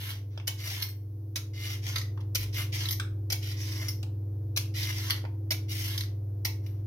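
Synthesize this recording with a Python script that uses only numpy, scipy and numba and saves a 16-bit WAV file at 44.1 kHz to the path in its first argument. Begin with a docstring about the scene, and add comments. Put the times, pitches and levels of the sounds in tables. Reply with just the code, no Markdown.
"""A crisp rasp over a low fridge hum comes first: a swivel peeler takes strips off a raw squash in a small kitchen.
Each rasp is a rush of tiny random bursts, shaped by the hand's pressure and by peeler, squash and curling strip.
Knocks are short noise bursts: the loose blade clacks onto the skin or snaps free, and its steel rings as fading tones.
Damp strips pat onto the cutting board, and one soft, deep bump is heard. Reflections surround the peeling.
The fridge is a set of steady and wavering tones, with a rush of room air and a faint hiss around it."""
import sys
import numpy as np
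from scipy import signal
from scipy.fft import rfft, irfft, next_fast_len
from scipy.io import wavfile
from numba import njit

SR = 44100
rng = np.random.default_rng(int(sys.argv[2]) if len(sys.argv) > 2 else 0)


def pcm_store(signal):
    """Save signal as 16-bit PCM."""
    levels = np.round(np.clip(np.atleast_2d(signal), -1, 1) * 32767)
    wavfile.write(sys.argv[1], SR, levels.astype(np.int16).T)


N = 302789
TIME = np.arange(N) / SR  # seconds

# The blade is drawn along the squash. Each row: start in seconds, length in seconds, relative level in dB,
# digging-in time in seconds, change of pressure over the stroke in dB, fine crackle in dB, hollow body in dB,
# resonance of the curling strip at the start in Hz and at the end in Hz.
STROKES = [(0.0, 0.094, -48, 0.00067, 0.5, -3.5, -10, 3190, 2910),
           (0.096, 0.048, -51.5, 0.0018, -1, -9, -16, 4000, 4120),
           (0.3, 0.061, -65.5, .005, -3.5, -29.5, -7.5, 4010, 3590),
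           (0.571, 0.25, -43.5, 0.03, -3, -3, -12, 4530, 3520),
           (1.534, 0.2, -46.5, 0.049, 2, -6.5, -16, 4190, 3860),
           (1.819, 0.13, -42, .03, -4.5, -4.5, -11, 5100, 4690),
           (2.392, 0.038, -45.5, .003, -1, -3, -14.5, 4100, 3960),
           (2.527, 0.077, -43, 0.0087, 3.5, -5.5, -13.5, 4000, 3200),
           (2.721, 0.15, -38.5, 0.006, -7, -7, -14.5, 4650, 4370),
           (3.412, 0.11, -46, 0.011, 0, -7.5, -18, 3350, 3800),
           (3.564, 0.31, -45.5, 0.024, 0, -6.5, -12, 4780, 5600),
           (4.739, 0.36, -42, 0.014, -2.5, -6, -14, 3394, 5180),
           (5.152, 0.024, -49, .015, -3, -14, -6.5, 4970, 4850),
           (5.682, 0.27, -41, 0.015, -4, -2, -15, 4380, 3700),
           (6.629, 0.17, -68, 0.004, -7, -5, -4, 4900, 3940)]
# Colour of the cut. Each row: frequency in Hz, relative strength in dB.
RASP_COLOUR = [(320, -39), (550, -13), (750, -9.5), (816, -9), (1010, -16), (1410, -7), (2070, -2.5),
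               (2450, -2.5), (3070, 0), (4370, -6), (5720, -1.5), (6310, -6.5), (8020, -19.5), (12900, -8),
               (16000, -17.5)]
# Peeler frame and squash, driven by the cut. Each row: frequency in Hz, width in Hz, boost in dB.
FRAME = [(1040, 160, 11.5), (2090, 180, 8), (5660, 180, 1)]
# Compressor tones. Each row: multiple of the shaft rate, average (rms) level in dB before waver and swell,
# left minus right in dB.
COMPRESSOR = [(2, -54.5, 0), (3, -46, 0), (4, -62.5, 0), (5, -69, -3), (7, -62, 6), (8, -54, 1),
              (9, -64.5, 3), (10, -67.5, 0), (11, -68, 0), (12, -68.5, 3), (13, -72, 0), (17, -79, 2)]
# Extra tones above the mains hum. Each row: distance above it in shaft rates, average (rms) level in dB
# before waver and swell, left minus right in dB.
MOTOR = [(4, -72, 5), (5, -62, 4), (6, -73, 2), (7, -74, 2)]
# The hum and the room air swell. Each row: time in seconds, level change in dB.
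SWELL = [(0, -4), (1.4, -4), (1.9, -0.3), (2.3, 0.26), (6.87, 0)]
# Colour of the room air. Each row: frequency in Hz, relative strength in dB.
AIR_COLOUR = [(20, -6), (36, -3), (50, 3), (66, 2), (110, -4), (220, -11), (340, -8), (520, -12),
              (800, -19), (1300, -30), (2500, -39), (8000, -52)]
# Colour of the microphone hiss. Each row: frequency in Hz, relative strength in dB.
HISS_COLOUR = [(1000, -13), (3000, -7.5), (5200, -1), (6500, -3), (7800, -24), (11500, 5), (15500, 3)]
# Strips of peel fall on the board. Each row: time in seconds, relative level in dB,
# tilt in dB per octave, main resonance in Hz.
DROPS = [(0.376, -32.5, 1, 3170), (0.399, -37.5, 0.5, 2700), (2.175, -35.5, -3.5, 880),
         (2.998, -20.5, 3, 1510), (4.029, -35.5, 9, 4530), (4.033, -37, 2.5, 853), (5.241, -35.5, -7, 870),
         (5.251, -32, -3, 900)]
# Colour of the falling peel. Each row: frequency in Hz, relative strength in dB.
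PAT_COLOUR = [(200, -16), (500, -7), (900, 1), (1500, -5), (2800, -5), (5000, -11.5), (8000, -28.5),
              (16000, -33.5)]
# The blade lands on the skin and rebounds. Each row: time in seconds, relative level in dB,
# tilt in dB per octave, relative blade ring in dB, wait until the rebound in seconds,
# rebound level relative to the landing in dB, resonance of the rebound in Hz.
LANDINGS = [(0.471, -23.5, -0.5, -17, 0.0048, 5.5, 2970), (1.357, -20, 0, -23, 0.015, -11, 2320),
            (2.348, -19.5, 0, 4, .006, 2, 2260), (3.3, -23.5, -1, -11.5, 0.0018, -6.5, 2170),
            (3.320, -20.5, 0, -19, 0.0042, 1, 2150), (4.562, -21.5, .8, -7, 0.0093, 6, 2830),
            (5.506, -18, -1.2, -1, 0.011, -2.5, 2100), (6.448, -18, -1.5, 2.5, .002, -7, 850)]
# Colour of the landing blade. Each row: frequency in Hz, relative strength in dB.
CLACK_COLOUR = [(250, -39), (550, -9.5), (900, -9), (1700, -7), (2250, 2), (2900, -1.5), (5400, 1.5),
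                (6600, -2), (7700, -16), (9000, -8.5), (11500, -3.5), (14000, -2), (16000, -12.5)]
# The strip tears off and the blade flips against its stop. Each row: time in seconds, relative level in dB,
# tilt in dB per octave, main resonance in Hz, chatter fading time in seconds, relative blade ring in dB.
SNAPS = [(0.822, -21, 0, 5530, 0.0032, 7.5), (0.887, -43, -1, 4450, .0018, 16.5),
         (1.958, -18.5, -4, 4640, 0.0025, -9), (1.966, -30.5, -3.5, 1960, 0.0022, -10),
         (1.982, -25.5, 2, 4700, 0.0013, -6), (2.012, -30.5, 0.5, 1970, .0038, -13),
         (2.204, -46, -2, 3010, 0.0053, -17), (2.854, -25, -2.2, 4040, 0.0026, -4),
         (2.886, -22, 1.5, 3400, .002, 0), (2.908, -23, 1.5, 5500, .0015, 7.5),
         (2.925, -25, -1, 5450, .0035, -10), (3.883, -21, 3, 5620, 0.0026, -2),
         (4.828, -25, 0, 3500, 0.0046, -1.5), (5.098, -21.5, -4, 5630, 0.0013, -2),
         (5.106, -14, -1, 4600, 0.00049, -13), (5.113, -26.5, -3, 1970, 0.0026, -7),
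         (5.977, -21.5, 0, 5370, 0.0028, -3), (6.007, -26, 0, 4150, 0.0019, -11),
         (6.035, -36.5, -3, 5400, .002, -7.5), (6.662, -43.5, -2.5, 2460, 0.0025, 4)]
# Colour of the freed blade. Each row: frequency in Hz, relative strength in dB.
SNAP_COLOUR = [(250, -35.5), (600, -21), (1000, -11.5), (1700, -7.5), (2020, 2.5), (2550, -7.5), (3200, 0),
               (5700, 0.5), (6600, -5.5), (7600, -20.5), (9300, -13.5), (11500, -7.5), (16000, -18.5)]
# Ringing tones of the steel blade. Each row: frequency in Hz, typical relative level in dB,
# time to fade by 60 dB in seconds.
BLADE = [(2100, -13, .15), (4340, -14, .15), (5460, -7, .1), (8200, -20, .12), (8700, -18, .12),
         (11240, -7, .13), (13105, -5, .17), (13260, -4, .22), (15040, -9, .16)]
# Fading of the kitchen's echo. Each row: frequency in Hz, time to fade by 60 dB in seconds.
KITCHEN_FADE = [(500, 0.35), (1300, 0.33), (3500, 0.26), (9000, 0.28), (15000, 0.23)]
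# Left-right balance of the microphones. Each row: frequency in Hz, left minus right in dB.
BALANCE_DB = [(400, -11), (900, 6.5), (1500, -1), (2000, 3), (2600, -1), (5700, -1), (7200, 4.5), (8700, 7),
              (10500, 5), (13000, 3), (16000, -3.5)]
# How alike the two microphones hear. Each row: frequency in Hz, likeness from 0 to 1.
LIKENESS = [(100, .985), (290, .8), (640, .5), (1400, .03)]

ENTRY_DB = -12  # the edge first skims the skin this much more quietly
RELEASE_DB_PER_S = 351.5  # the hand lets up at the end of the stroke
SKIM_DULL = 0.75  # extra dB of fine crackle lost per dB of lighter pressure
BODY_RISE_DB = 7  # the squash sounds hollower as the blade nears its end
UNEVEN_DB, UNEVEN_PER_S = 1.3, 28  # the hand's pressure wanders
MAINS_HZ, SHAFT_HZ = 99.97, 40.477
AIR_DB, HISS_DB = -55, -69.5  # average (rms) levels; the air also follows the swell
DROP_CHATTER_S, LANDING_CHATTER_S, REBOUND_CHATTER_S = 0.00076, 0.005, 0.0033
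LANDING_HZ = 5500  # the edge strikes first, then the frame
RIGHT_LAG_S = .00016  # direct sound reaches the right microphone later
CUTOFF_HZ = 15900


def from_db(db):
    """Turn decibels into a plain amplitude factor."""
    return 10 ** (np.asarray(db) / 20)


def rms_one(x):
    """Scale a sound to an average (rms) level of 1."""
    return x / np.sqrt(np.mean(x ** 2) + 1e-20)


def at_hz(points, hz):
    """Read a table between its rows, on a log-frequency axis."""
    points = np.array(points)
    return np.interp(np.log(np.maximum(hz, 1)), np.log(points[:, 0]), points[:, 1])


def left_right(db):
    """Share a left-minus-right difference evenly between the two channels."""
    return from_db(np.array([np.atleast_1d(db), -np.atleast_1d(db)]) / 2)


def hump(hz, centre, width):
    """Bell of height 1 around a resonance."""
    return 1 / (1 + (2 * (hz - centre) / width) ** 2)


def colour(x, db_at):
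    """Filter a sound by a gain in dB that depends on frequency, without sounding early (minimum phase)."""
    size = 2 * next_fast_len(x.shape[-1] // 2 + 2048)
    hz = np.arange(size // 2 + 1) * SR / size
    cepstrum = irfft(np.log(from_db(db_at(hz))))
    # folding the cepstrum forward in time gives the minimum-phase filter
    cepstrum[..., 1:size // 2] *= 2
    cepstrum[..., size // 2 + 1:] = 0
    response = np.exp(rfft(cepstrum))
    return irfft(rfft(x, size) * response)[..., :x.shape[-1]]


def drift(rate):
    """Wandering random curve of spread 1 that heads for a new value rate times a second."""
    values = rng.standard_normal(4096)
    # the factor makes up for the spread lost by joining values with lines
    return np.interp(TIME * rate, np.arange(4096), values) * np.sqrt(3 / 2)


def add(track, s, sound):
    """Mix a sound into a track, starting at s seconds."""
    start = max(round(s * SR), 0)
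    track[start:start + len(sound)] += sound[:N - start]


@njit
def moving_resonance(x, hz, width_hz):
    """Two-pole resonator with gain 1 on top whose centre follows a curve."""
    r, y = np.exp(-np.pi * width_hz / SR), np.zeros(len(x))
    for i in range(2, len(x)):
        driven = (1 - r * r) / 2 * (x[i] - x[i - 2])
        y[i] = driven + 2 * r * np.cos(2 * np.pi * hz[i] / SR) * y[i - 1] - r * r * y[i - 2]
    return y


def strokes():
    """The edge digs in, travels and is let up: gains of bite, crackle and body, and the strip's resonance in Hz."""
    level, crackle, body, strip_hz = np.zeros((4, N))
    for s, length_s, db, dig_s, change_db, crackle_db, body_db, start_hz, end_hz in STROKES:
        t, begun = np.maximum(TIME - s, 0), TIME >= s
        travel = np.minimum(t / length_s, 1)  # 0 at the start, 1 at the end
        skim_db = ENTRY_DB * np.exp(-t / dig_s)
        release_db = RELEASE_DB_PER_S * np.clip(t - length_s, 0, 1)
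        force = begun * from_db(db + skim_db + change_db * travel - release_db)
        level += force
        crackle += force * from_db(crackle_db + SKIM_DULL * (skim_db + change_db * travel))
        body += force * from_db(body_db + BODY_RISE_DB * (travel - .5))
        strip_hz = np.where(begun, start_hz + (end_hz - start_hz) * travel, strip_hz)
    pressure = from_db(UNEVEN_DB * drift(UNEVEN_PER_S))
    return pressure * level, pressure * crackle, pressure * body, strip_hz


def rasp(cells_per_s, spread_db, judder_db, judder_rate, catch_db, strip_db, strip_width_hz,
         body_db, bite_db, crackle_db):
    """Cells burst at the edge in their thousands; the blade judders, and frame and curling strip colour the sound."""
    level, crackle, body, strip_hz = strokes()
    happens = rng.random(N) < cells_per_s / SR
    size_db = spread_db * np.minimum(rng.exponential(1, N), 5)
    bursts = happens * rng.choice([-1, 1], N) * from_db(size_db)
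    # tougher fibres make the edge catch
    bursts = bursts * from_db(judder_db * drift(judder_rate) + catch_db * drift(38))

    def cut_colour(hz):
        return at_hz(RASP_COLOUR, hz) + sum(db * hump(hz, f, width) for f, width, db in FRAME)

    cut = colour(bursts, cut_colour)
    strip_hz = strip_hz * np.exp(.07 * drift(45))
    cut = cut + from_db(strip_db) * moving_resonance(cut, strip_hz, float(strip_width_hz))

    def below(hz):
        return signal.sosfiltfilt(signal.butter(4, hz, fs=SR, output="sos"), cut)

    # squash body, bite of the edge and fine crackle are three registers of the same bursts
    low, middle = below(1700), below(8000)
    registers = [(body_db, body, low), (bite_db, level, middle - low), (crackle_db, crackle, cut - middle)]
    return sum(from_db(db) * force * rms_one(band) for db, force, band in registers)


def microphone_pair(x):
    """The two microphones sit close together, so they hear long waves alike."""
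    mid = colour((x[0] + x[1]) / 2, lambda hz: 10 * np.log10(1 + at_hz(LIKENESS, hz)))
    side = colour((x[0] - x[1]) / 2, lambda hz: 10 * np.log10(1 - at_hz(LIKENESS, hz)))
    return np.array([mid + side, mid - side])


def room_response(near_db, near_s, tail_db):
    """Direct sound, quick reflections off board and worktop, then the room's tail, different at each microphone."""
    t = TIME[:SR // 3]
    edges = np.geomspace(200, 18000, 9)
    tail = 0
    for low, high in zip(edges, edges[1:]):
        band_filter = signal.butter(2, [low, high], "band", fs=SR, output="sos")
        band = signal.sosfilt(band_filter, rng.standard_normal((2, len(t))))
        t60 = at_hz(KITCHEN_FADE, np.sqrt(low * high))
        tail = tail + band * np.exp(-np.log(1000) * t / t60)
    tail = tail * np.clip(t / 0.0075, 0, 1)  # the tail builds up over 7.5 ms
    near = rng.standard_normal((2, len(t))) * np.exp(-t / near_s)

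    def unit(h):
        return h / np.sqrt(np.sum(h ** 2, axis=1, keepdims=True))

    response = from_db(near_db) * unit(near) + from_db(tail_db) * unit(tail)
    response[[0, 1], [0, round(RIGHT_LAG_S * SR)]] += 1  # direct sound
    heard = microphone_pair(unit(response))
    return colour(heard, lambda hz: at_hz(BALANCE_DB, hz) * np.array([[.5], [-.5]]))


def kitchen(x, near_db, near_s, tail_db, count):
    """The hands keep moving, so the sound passes through the reflections of one position after another."""
    position = np.cumsum(7 * from_db(3 * drift(2))) / SR  # around 7 positions a second
    out = 0
    for k in range(count):
        # the positions form a loop, and neighbours fade into each other
        distance = np.abs((position - k + count / 2) % count - count / 2)
        share = np.cos(np.pi / 2 * np.clip(2 * distance - .5, 0, 1))
        response = room_response(near_db, near_s, tail_db)
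        out = out + signal.oaconvolve((x * share)[None], response, axes=1)[:, :N]
    return out


def fridge(mains_db, waver_db):
    """Mains hum of the motor and slightly wavering harmonics of the slower compressor shaft."""
    def tone(hz, db):
        return from_db(db) * np.sqrt(2) * np.sin(2 * np.pi * (hz * TIME + rng.random()))

    lines = [(k * SHAFT_HZ, db, pan) for k, db, pan in COMPRESSOR]
    lines += [(MAINS_HZ + k * SHAFT_HZ, db, pan) for k, db, pan in MOTOR]
    mains = tone(MAINS_HZ, mains_db + .25 * drift(5))
    return mains + sum(left_right(pan) * tone(hz, db + waver_db * drift(4)) for hz, db, pan in lines)


def air():
    """Low rush of the room: coloured noise, alike at both microphones in the lows."""
    noise = colour(rng.standard_normal((2, N)), lambda hz: at_hz(AIR_COLOUR, hz))
    return rms_one(microphone_pair(noise))


def microphone_hiss():
    """Coloured noise, independent in each microphone."""
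    return rms_one(colour(rng.standard_normal((2, N)), lambda hz: at_hz(HISS_COLOUR, hz)))


def contact(spectrum, tilt_db, main_hz, chatter_s, boost_db=6.5, width_share=0.22):
    """Tiny collisions that die within milliseconds, coloured by the spot that is struck; unit energy."""
    t = TIME[:2048]
    envelope = np.exp(-t / chatter_s) * (1 - np.exp(-2 * t / chatter_s))
    burst = rng.standard_normal(len(t)) * envelope

    def spot_colour(hz):
        tilt = tilt_db * np.log2(np.clip(hz, 500, 12000))
        return at_hz(spectrum, hz) + tilt + boost_db * hump(hz, main_hz, width_share * main_hz)

    burst = colour(burst, spot_colour)
    return burst / np.sqrt(np.sum(burst ** 2))


def drops(pat_db):
    """Damp strips land with a dull pat."""
    out = np.zeros(N)
    for s, db, tilt_db, main_hz in DROPS:
        add(out, s, from_db(db + pat_db) * contact(PAT_COLOUR, tilt_db, main_hz, DROP_CHATTER_S))
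    return out


def blade_ring():
    """Every knock shares itself a little differently among the blade's fading tones."""
    t = TIME[:SR // 2]
    return sum(from_db(db + rng.normal(0, 2.5) - 60 * t / t60) * np.sin(2 * np.pi * hz * t)
               for hz, db, t60 in BLADE)


def knock(spectrum, db, tilt_db, main_hz, chatter_s, knock_db, ring_db):
    """The loose blade rattles in its pivots and rings on."""
    out = from_db(db + ring_db) * blade_ring()
    add(out, 0, from_db(db + knock_db) * contact(spectrum, tilt_db, main_hz, chatter_s))
    return out


def landings(knock_db, ring_db):
    """The edge clacks onto the skin, and the frame follows a few milliseconds later."""
    out = np.zeros(N)
    for s, db, tilt_db, blade_db, rebound_s, rebound_db, rebound_hz in LANDINGS:
        clack = knock(CLACK_COLOUR, db, tilt_db, LANDING_HZ, LANDING_CHATTER_S, knock_db, blade_db + ring_db)
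        add(out, s, clack)
        rebound = contact(CLACK_COLOUR, tilt_db, rebound_hz, REBOUND_CHATTER_S)
        add(out, s + rebound_s, from_db(db + rebound_db + knock_db) * rebound)
    return out


def snaps(knock_db, ring_db):
    """The freed blade hits its stop."""
    out = np.zeros(N)
    for s, db, tilt_db, main_hz, chatter_s, blade_db in SNAPS:
        add(out, s, knock(SNAP_COLOUR, db, tilt_db, main_hz, chatter_s, knock_db, blade_db + ring_db))
    return out


def bump(s, hz, level_db, rise_s):
    """One soft, deep bump: a low tone that swells and dies away."""
    t = np.maximum(TIME - s, 0)
    envelope = t / rise_s * np.exp(1 - t / rise_s)  # reaches 1 after rise_s
    return from_db(level_db) * envelope * np.sin(2 * np.pi * hz * t)


def scene():
    """Peeling in the kitchen's reflections, over the fridge, room air, hiss and one bump."""
    cutting = rasp(cells_per_s=3500, spread_db=2.0, judder_db=2.0, judder_rate=390, catch_db=0.8,
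                   strip_db=0.0, strip_width_hz=2400, body_db=2.0, bite_db=2.5, crackle_db=3.0)
    falling = drops(pat_db=16.0)
    landing = landings(knock_db=18, ring_db=-18)
    snapping = snaps(knock_db=18.0, ring_db=-16.5)
    peeling = kitchen(cutting + falling + landing + snapping, near_db=6, near_s=0.0055, tail_db=0.5, count=7)
    swell = from_db(np.interp(TIME, *np.transpose(SWELL)))
    hum = swell * (fridge(mains_db=-33.5, waver_db=1.8) + from_db(AIR_DB) * air())
    hiss = from_db(HISS_DB) * microphone_hiss()
    return peeling + hum + hiss + bump(s=2.35, hz=52.8, level_db=-42.5, rise_s=0.065)


def record(dry):
    """The top is cut steeply by a low-pass filter."""
    return signal.sosfilt(signal.ellip(10, .1, 80, CUTOFF_HZ, fs=SR, output="sos"), dry)


dry = scene()
out = record(dry)
pcm_store(out)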